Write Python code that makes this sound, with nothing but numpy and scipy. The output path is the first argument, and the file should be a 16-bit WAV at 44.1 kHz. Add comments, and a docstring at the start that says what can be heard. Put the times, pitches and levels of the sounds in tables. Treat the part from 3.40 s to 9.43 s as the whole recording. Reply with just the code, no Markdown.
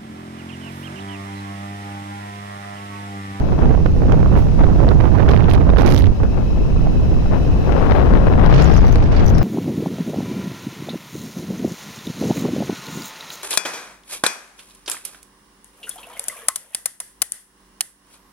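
"""Wind buffets a phone held out of a vehicle on a highway, hitting the microphone port at each end on its own.
Large eddies thump, small ones rush, and the flow tears off in slaps; overload makes it a rasping flutter.
Air grazing the right port hisses and whistles. Tyre roar and thin whines roll on underneath,
and gain control turns the loud stretches down."""
import sys
import numpy as np
from scipy import signal
from scipy.fft import rfft, irfft, next_fast_len
from scipy.io import wavfile

SR = 44100
rng = np.random.default_rng(int(sys.argv[2]) if len(sys.argv) > 2 else 0)


def materialize(psi):
    """Save the field psi as 16-bit PCM at rate SR to the path in sys.argv[1].

    A 1-D psi becomes a single channel; in a 2-D psi each row is a channel.
    """
    bounded = np.clip(np.atleast_2d(psi).T, -1, 1)
    quanta = np.round(bounded * 32767).astype(np.int16)
    wavfile.write(sys.argv[1], SR, quanta)


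N = 265923


def undb(db):
    """Decibels to gain."""
    return np.exp(np.asarray(db) * (np.log(10) / 20))


def curves(table):
    """One envelope per column of a timed table, in straight ramps."""
    times, *columns = np.transpose(table)
    return [np.interp(np.arange(N) / SR, times, column) for column in columns]


def bins():
    """Frequencies of the filter grid in Hz."""
    return np.maximum(np.fft.rfftfreq(next_fast_len(N, True), 1 / SR), 1)


def response(points):
    """EQ curve on the filter grid from (frequency [Hz], level [dB]) points."""
    hz, db = np.transpose(points)
    return undb(np.interp(np.log(bins()), np.log(hz), db))


def filtered(x, gain):
    """Sound through an EQ curve."""
    size = next_fast_len(N, True)
    return irfft(rfft(x, size) * gain, size)[..., :N]


def noise(gain):
    """Noise of rms 1, coloured by an EQ curve."""
    x = irfft(rng.standard_normal(2 * len(gain)).view(complex) * gain)[:N]
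    return x / x.std()


def flicker(hz):
    """Random modulation of rms 1, up to about hz and without slow drift."""
    ratio = bins() / hz
    return noise(ratio / (ratio + 0.19) / (1 + ratio ** 4))


def airy_tone(hz, width_hz):
    """A narrow band of noise that follows a pitch curve."""
    phase = 2 * np.pi * np.cumsum(hz) / SR
    blur = 1 / (1 + (bins() / width_hz) ** 2)
    return noise(blur) * np.cos(phase) + noise(blur) * np.sin(phase)


def vehicle(levels, waver_db=2.0):
    """The bed: tyre roar on asphalt and a few high, noisy whines at a steady speed."""
    # spectrum of the rolling tyres: (frequency [Hz], level [dB])
    rolling = [(40, -4.5), (150, 0.5), (500, -14), (1000, -31), (1800, -23), (3300, -27.5), (4800, -29),
               (6300, -25.5), (7400, -26), (10000, -35.5), (13000, -37), (16000, -28.5)]
    # whines of the moving vehicle: (pitch [Hz], nominal width [Hz], level [dB])
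    whines = [(2570, 55, 0), (2676, 110, -1), (3000, 120, -4.5), (3940, 83, -5.5), (5310, 230, -5)]
    roar_db, whine_db = curves(levels)
    whine = sum(undb(db) * airy_tone(np.full(N, hz), 0.98 * width) for hz, width, db in whines)
    roar = undb(roar_db) * noise(response(rolling))
    return roar + undb(whine_db + waver_db * flicker(hz=20)) * whine


def whistle(wobble=0.017, lower_ratio=.77, lower_db=-15, rasp_db=-8, tone_db=-5, flutter_db=3.5):
    """The stream flaps at the port's edge: abrupt, gliding squeaks with an octave and a weak lower mode."""
    # squeaks: (start [s], length [s], first pitch [Hz], last pitch [Hz], level [dB], relative octave [dB])
    chirps = [(5.214, .009, 4900, 5600, -23, -24), (5.22, .012, 7000, 6850, -21, -18),
              (5.231, 0.021, 7300, 6450, -22, -18), (5.26, 0.0148, 5400, 5720, -27, -18),
              (5.277, .03, 5640, 4950, -34, -18), (5.321, 0.037, 5650, 5050, -27.5, -14),
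              (5.334, .009, 6500, 6880, -25, -16), (5.364, 0.019, 6200, 5850, -19.5, -15),
              (5.382, .022, 5450, 4850, -29, -19.5), (5.463, .009, 5550, 5790, -27, -6),
              (5.485, .011, 6150, 5770, -28, -5), (5.518, .019, 6350, 6080, -26.5, -3),
              (5.638, .007, 5580, 5480, -29, -20), (5.759, 0.018, 4780, 4496, -28, -22),
              (5.86, 0.0088, 6400, 6070, -23, -2), (5.876, 0.012, 6050, 5720, -24, -10),
              (5.89, 0.013, 5920, 6550, -21.5, -5), (5.946, 0.0084, 5430, 5800, -23.5, -11),
              (5.954, .012, 5750, 5200, -34, -18.5), (5.97, 0.029, 5150, 5450, -31.5, -22),
              (6.008, 0.0223, 5270, 4950, -36, -22)]
    edge_s = 0.0054  # fade in and out
    t = np.arange(N) / SR
    gain, octave_gain, hz = np.zeros((3, N))
    for start, length, first_hz, last_hz, db, octave_db in chirps:
        end = start + length
        envelope = undb(db) * np.clip(np.minimum(t - start, end - t) / edge_s + 1 / 2, 0, 1)
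        leads = envelope > gain  # the strongest stream sets the pitch
        hz[leads] = np.interp(t[leads], [start, end], [first_hz, last_hz])
        gain[leads], octave_gain[leads] = envelope[leads], undb(octave_db)
    hz = hz * (1 + wobble * flicker(hz=200))
    phase = 2 * np.pi * np.cumsum(hz) / SR
    tone = np.sqrt(2) * (np.sin(phase) + undb(lower_db) * np.sin(lower_ratio * phase))
    tone += octave_gain * airy_tone(2 * hz, width_hz=500)
    rasp = airy_tone(hz, width_hz=1200)  # turbulence puts a noisy skirt round the tone
    return (undb(tone_db) * tone + undb(rasp_db) * rasp) * gain * undb(flutter_db * flicker(hz=140))


def graze(attack_s=0.0021, release_s=0.032, flutter_db=2.7, spit_db=4.5, spit_onset_db=-36):
    """Thin streams of air cross the port, hissing unevenly; the fast ones spit and sizzle."""
    # grazing streams: (start [s], hold [s], hiss [dB], sizzle [dB])
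    streams = [(0.97, 0.031, -35, -33), (1.886, 0.035, -23, -31), (2.092, 0.02, -25, -33),
               (2.38, 0.018, -19.5, -28), (2.463, 0.017, -17.5, -27), (2.492, 0.093, -23.5, -24),
               (5.092, .05, -27, -55), (5.138, 0.065, -19, -57), (5.228, 0.14, -25.5, -37),
               (5.407, .06, -26.5, -58), (5.455, 0.2, -27.5, -44), (5.713, 0.11, -25.5, -50),
               (5.855, 0.055, -31, -39), (5.933, 0.17, -33.5, -49)]
    # spectrum of the hiss: (frequency [Hz], level [dB])
    jet = [(200, -47), (600, -7), (1200, 5), (2200, 3.5), (3600, -3), (5000, -5.5), (6500, -6.5),
           (9000, -18), (16000, -54)]
    t = np.arange(N) / SR
    hiss_gain, sizzle_gain = 0, 0
    for start, hold, hiss_db, sizzle_db in streams:
        fade = np.maximum((start - t) / attack_s, (t - start - hold) / release_s)
        envelope = np.exp(-np.clip(fade, 0, 20))
        hiss_gain = np.maximum(hiss_gain, undb(hiss_db) * envelope)
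        sizzle_gain = np.maximum(sizzle_gain, undb(sizzle_db) * envelope)
    breakup = sizzle_gain / (sizzle_gain + undb(spit_onset_db))
    spits = undb(breakup * spit_db * (flicker(hz=205) - 1 / 2))
    hiss = hiss_gain * noise(response(jet))
    sizzle = sizzle_gain * noise(1 / np.hypot(1, 5000 / bins()))
    return (hiss + sizzle) * spits * undb(flutter_db * flicker(hz=68.6))


def airflow(steady, gusts, rise_share=0.33, buffet_share=0.48):
    """Buffeting and fine-eddy levels in dB: gusts rise fast, fall slower and lift the fine eddies most."""
    t = np.arange(N) / SR
    buffet_db, eddy_db = curves(steady)
    lift_db = 0
    for peak, length, db in gusts:
        start = peak - rise_share * length
        lift_db += np.interp(t, [start, peak, start + length], [0, db, 0])
    return buffet_db + buffet_share * lift_db, eddy_db + lift_db


def buffeting(flutter, wobble=.3, uneven_db=2):
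    """Pressure of the large eddies, rms near 1: a random heave, part of which locks into a loose rhythm."""
    # spectrum of the heave: (frequency [Hz], level [dB])
    rumble = [(8, -4), (18, -3.5), (33, 2), (60, 1), (110, -6.5), (170, -9.5), (260, -15), (400, -23.5),
              (700, -37), (1500, -71.5)]
    hz, share = curves(flutter)
    phase = 2 * np.pi * np.cumsum(hz * np.exp(wobble * flicker(hz=60.84))) / SR
    swing = np.sqrt(2) * np.sin(phase) * undb(uneven_db * flicker(hz=29))
    return np.sqrt(1 - share) * noise(response(rumble)) + np.sqrt(share) * swing


def wind(flow, push, swirl_db, waver_db, burst_db, brighten, calm_db, duck_db=1.97):
    """Large eddies push the port; small ones break off them in bursts, brighter the stronger they are."""
    # spectrum of the fine eddies: (frequency [Hz], level [dB])
    rush = [(120, -43), (250, -1), (450, -2), (700, -5.5), (1000, -10), (1500, -16.5), (2200, -25.5),
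            (3500, -34.5), (6000, -51)]
    buffet_db, eddy_db = flow
    strength_db = eddy_db + waver_db * flicker(hz=28.5) + burst_db * flicker(hz=166)
    strength_db -= duck_db * (np.abs(push) - 1)  # the rush dips on each peak of the push
    swirl = undb(swirl_db) * noise(response(rush))
    # octave bands tilt around 700 Hz as the strength moves
    octave = np.clip(np.log2(bins() / 700), -2, 3)
    eddies = 0
    for k in range(-2, 4):
        band = filtered(swirl, np.maximum(1 - np.abs(octave - k), 0))
        eddies += band * undb(strength_db + brighten * k * (strength_db - calm_db))
    return push * undb(buffet_db) + eddies


def tear_off(air, slaps, decay_s=0.002, lull=0.53, lull_s=0.0011, thud_db=5, thud_s=0.002):
    """The flow tears off the port: the push collapses, pressure flips with a thud and a spatter follows."""
    t = np.arange(1024) / SR - .005
    after = np.maximum(t, 0)
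    hz = np.fft.rfftfreq(len(t), 1 / SR)
    hits, duck = np.zeros(N + len(t)), np.ones(N + len(t))
    for time, db, width_hz in slaps:
        white = rng.standard_normal(len(t))
        spatter = irfft(rfft(white) * hz / (hz + 250) / np.sqrt(1 + (hz / width_hz) ** 5))
        # the brighter the slap, the sooner it is over and the more fully the push collapses
        decay = np.exp(-after / decay_s * (1 + width_hz / 5000))
        depth = min(lull + width_hz / 18000, 1)
        attack = 1 - np.exp(-after * width_hz * 2)
        spatter *= attack * decay
        spatter /= np.sqrt(np.sum(spatter ** 2) / (decay_s * SR))
        thud = -np.sign(air[int(time * SR)]) * np.tanh(np.pi * width_hz * t) * np.exp(-(t / thud_s) ** 2)
        start = int((time + t[0]) * SR)
        span = slice(start, start + len(t))
        hits[span] += undb(db) * (spatter + undb(thud_db) * thud)
        duck[span] *= 1 - depth * np.exp(-(t / lull_s - 1 / 2) ** 2)
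    return air * duck[:N] + hits[:N]


def left_wind():
    """Wind on the left port, hitting hardest near the end."""
    # steady flow as the phone turns in the stream: (time [s], buffeting [dB], fine eddies [dB])
    steady = [(0, -17.5, -26.5), (.6, -12, -34), (1.55, -12, -27.5), (1.76, -17.5, -35), (2.2, -8, -26.5),
              (2.7, -12.5, -29.5), (3.8, -14, -29), (4.22, -11.5, -25), (4.32, -14.5, -16.5),
              (4.7, -6.5, -16.5), (4.95, -6, -17.5), (5.22, 2, -10), (5.33, 4.5, -11.5), (5.5, 1.5, -14),
              (5.65, -4.5, -21), (6.03, 0, -19.5)]
    # gusts, negative for a lull: (peak time [s], length [s], fine-eddy lift [dB])
    gusts = [(.01, 0.023, 5), (0.224, 0.21, 6), (0.358, 0.18, -4.5), (0.724, 0.087, 11), (0.96, 0.053, 10),
             (1.204, 0.063, 14), (1.492, 0.11, 6), (1.888, 0.13, 15.5), (2.057, 0.11, 6),
             (2.293, 0.032, 15), (2.493, 0.061, 12), (2.845, 0.08, 7), (2.972, 0.11, 9), (3.167, 0.041, 6),
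             (3.935, 0.09, 11), (4.417, 0.05, 3.5), (4.517, 0.017, 8.5), (4.581, 0.13, 4),
             (4.744, 0.061, 9.5), (4.871, 0.029, 8), (5.035, 0.19, 5.5), (5.817, 0.37, 5.5)]
    # eddies shed in step off the phone's end: (time [s], rate [Hz], share of buffeting power [0-1])
    flutter = [(4.2, 170.2, 0.12), (5.05, 150, 0.18), (5.14, 135.3, 0.58), (5.25, 155, 0.6),
               (5.31, 114.9, 0.2), (5.42, 120.1, 0.08)]
    # slaps of air: (time [s], level [dB], bandwidth [Hz])
    slaps = [(.189, -15.5, 835), (1.935, -2.5, 1070), (2.3, -15, 784), (3.927, -20, 895),
             (3.951, -20, 1293), (4.323, -16.5, 2390), (4.51, -8, 1000), (4.52, -6, 1410),
             (4.751, -22, 1377), (4.936, -14, 1318), (5.062, -17, 4500), (5.146, -16, 4500),
             (5.223, -15.5, 7000), (5.482, -21, 8000), (5.558, -12, 6490), (5.574, -27, 6950),
             (5.632, -32, 6500), (5.844, -26.5, 10070), (5.983, -15, 7500)]
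    air = wind(airflow(steady, gusts), buffeting(flutter),
               swirl_db=2.5, waver_db=1.1, burst_db=2.13, brighten=0.15, calm_db=-15.5)
    return tear_off(air, slaps)


def right_wind():
    """Wind on the right port, building to a crackling peak and dropping away just before halfway."""
    # steady flow as the phone turns in the stream: (time [s], buffeting [dB], fine eddies [dB])
    steady = [(0, -14, -37), (.6, -10.5, -33), (1.12, -9, -33), (1.7, -0.5, -20), (2.28, -1, -19.5),
              (2.46, 4, -8.5), (2.59, 3.5, -22), (2.68, 7, -20), (2.76, -12.5, -39.5), (4.3, -13, -39),
              (5.15, -8.5, -28.5), (5.5, -6.5, -31.5), (6.03, -10, -35.5)]
    # gusts: (peak time [s], length [s], fine-eddy lift [dB])
    gusts = [(0.121, 0.071, 9.4), (0.226, 0.081, 16.4), (0.301, 0.24, 13.7), (0.459, 0.027, 17),
             (0.722, 0.46, 13), (.838, 0.043, 5.1), (0.955, 0.21, 14.2), (1.22, 0.24, 13),
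             (1.433, 0.24, 9.4), (1.615, 0.12, 7.9), (1.78, 0.11, 7.3), (1.902, 0.36, 8.3),
             (2.139, 0.08, 10.6), (2.389, 0.025, 12), (2.827, 0.13, 17), (3.39, 0.34, 7.3),
             (3.47, 0.049, 8.5), (3.72, 0.24, 4.7), (4.91, 0.058, 3.1), (5.141, 0.095, 3.9),
             (5.59, 0.11, 6.3), (5.78, 0.3, 2.1)]
    # eddies shed in step off the phone's end: (time [s], rate [Hz], share of buffeting power [0-1])
    flutter = [(0, 126.4, 0.12), (1.75, 104.1, 0.21), (2.03, 108.8, 0.55), (2.25, 90.4, 0.31),
               (2.38, 150, 0.021), (2.5, 134.6, 0.59), (2.62, 56.74, 0.74), (2.68, 105.7, 0.52),
               (2.76, 100.2, 0.11)]
    # slaps of air: (time [s], level [dB], bandwidth [Hz])
    slaps = [(0.19, -15.5, 900), (.378, -17, 680), (.459, -6, 900), (0.4624, -15, 1200), (.564, -15.5, 700),
             (.619, -10, 796), (0.656, -14, 746), (0.72, -8.5, 890), (0.7214, -20.5, 3500),
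             (0.723, -21, 9000), (.803, -8, 650), (0.829, -9, 746), (0.954, -12, 859.6), (1.208, -6.5, 840),
             (1.489, -15, 3400), (1.603, -6.5, 1300), (1.608, -11.5, 1600), (1.754, -8, 860),
             (1.889, -7.5, 1960), (1.914, -13, 2780), (1.964, -9, 2480), (1.975, -12, 2900),
             (2.023, -4, 700), (2.033, -23, 3460), (2.042, -11.5, 1900), (2.057, -26, 2500),
             (2.097, -13.5, 3200), (2.103, -20, 10000), (2.108, -26, 5000), (2.112, -12, 3500),
             (2.1362, -10.5, 9000), (2.14, -22, 5500), (2.1466, -10, 2980), (2.152, -16, 5000),
             (2.301, -0.5, 884), (2.384, -6.5, 3580), (2.391, -14.5, 5000), (2.3955, -21, 4000),
             (2.403, -26, 7000), (2.4105, -13, 6500), (2.421, -16, 8000), (2.4295, -26, 4000),
             (2.4395, -22, 3300), (2.462, -9, 9000), (2.465, -15, 6500), (2.4713, -13, 6000),
             (2.478, -18, 9000), (2.49, -20, 10000), (2.492, -21, 8000), (2.4998, -24, 5500),
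             (2.503, -19, 8000), (2.508, -21, 7500), (2.513, -16, 8000), (2.519, -25, 10500),
             (2.522, -11, 7000), (2.524, -13, 6050), (2.5392, -18, 13000), (2.5461, -9, 11000),
             (2.555, -24, 13000), (2.563, -13, 5500), (2.564, -19, 7000), (2.5771, -9.5, 6500),
             (2.5819, -15, 7000), (2.59, -14.5, 15000), (2.597, -29, 4300), (2.604, -29, 4500),
             (2.609, -17, 3200), (2.622, -18.5, 7000), (2.634, -16, 3000), (2.642, -12, 2980),
             (2.658, -19, 3280), (2.668, -18, 4170), (2.69, -31, 4000), (2.833, -8, 690)]
    air = wind(airflow(steady, gusts), buffeting(flutter),
               swirl_db=4.0, waver_db=3.0, burst_db=3.0, brighten=0.16, calm_db=-7.5)
    return tear_off(air, slaps)


def scene(spill_db=-16):
    """Pressure at the two ports: wind over the road bed, with a little of the whistle spilling left."""
    # the vehicle at each port: (time [s], tyre roar [dB], whine [dB])
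    left_road = [(0, -31, -53), (1.5, -26, -50.5), (2.6, -28.5, -47), (3.2, -30.5, -49.5), (4.2, -32, -50),
                 (6.03, -30, -44.5)]
    right_road = [(0, -35, -53), (1.5, -29.5, -60), (2.7, -29.5, -52), (3.2, -32, -49.5), (4.4, -27.5, -46),
                  (4.9, -29, -48), (6.03, -32, -62)]
    squeaks = whistle()
    left = vehicle(left_road) + undb(spill_db) * squeaks + left_wind()
    right = vehicle(right_road) + squeaks + graze() + right_wind()
    return np.array([left, right])


def record(dry, memory_s=0.24, squeeze=3.85, leak_db=-20, leak_hz=3500, top_hz=16000):
    """The microphones saturate into rounded flat tops; one slow gain control follows the louder port."""
    # microphone response: (frequency [Hz], gain [dB])
    microphone = [(20, 2), (5000, -2.5), (6400, -7), (7400, -16.5), (9500, -10), (12500, -8),
                  (16000, -16.5)]
    squashed = np.tanh(dry)
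    # a little hiss still rides on the flat tops
    squashed += undb(leak_db) * filtered(dry - squashed, 1 / (1 + (leak_hz / bins()) ** 4))
    pole = np.exp(-1 / (memory_s * SR))
    power = signal.lfilter([1 - pole], [1, -pole], squashed ** 2).max(axis=0)
    levelled = filtered(squashed, response(microphone)) / np.sqrt(1 + squeeze * power)
    return signal.sosfilt(signal.ellip(8, .2, 70, top_hz, fs=SR, output="sos"), levelled)


dry = scene()
out = record(dry)
materialize(out)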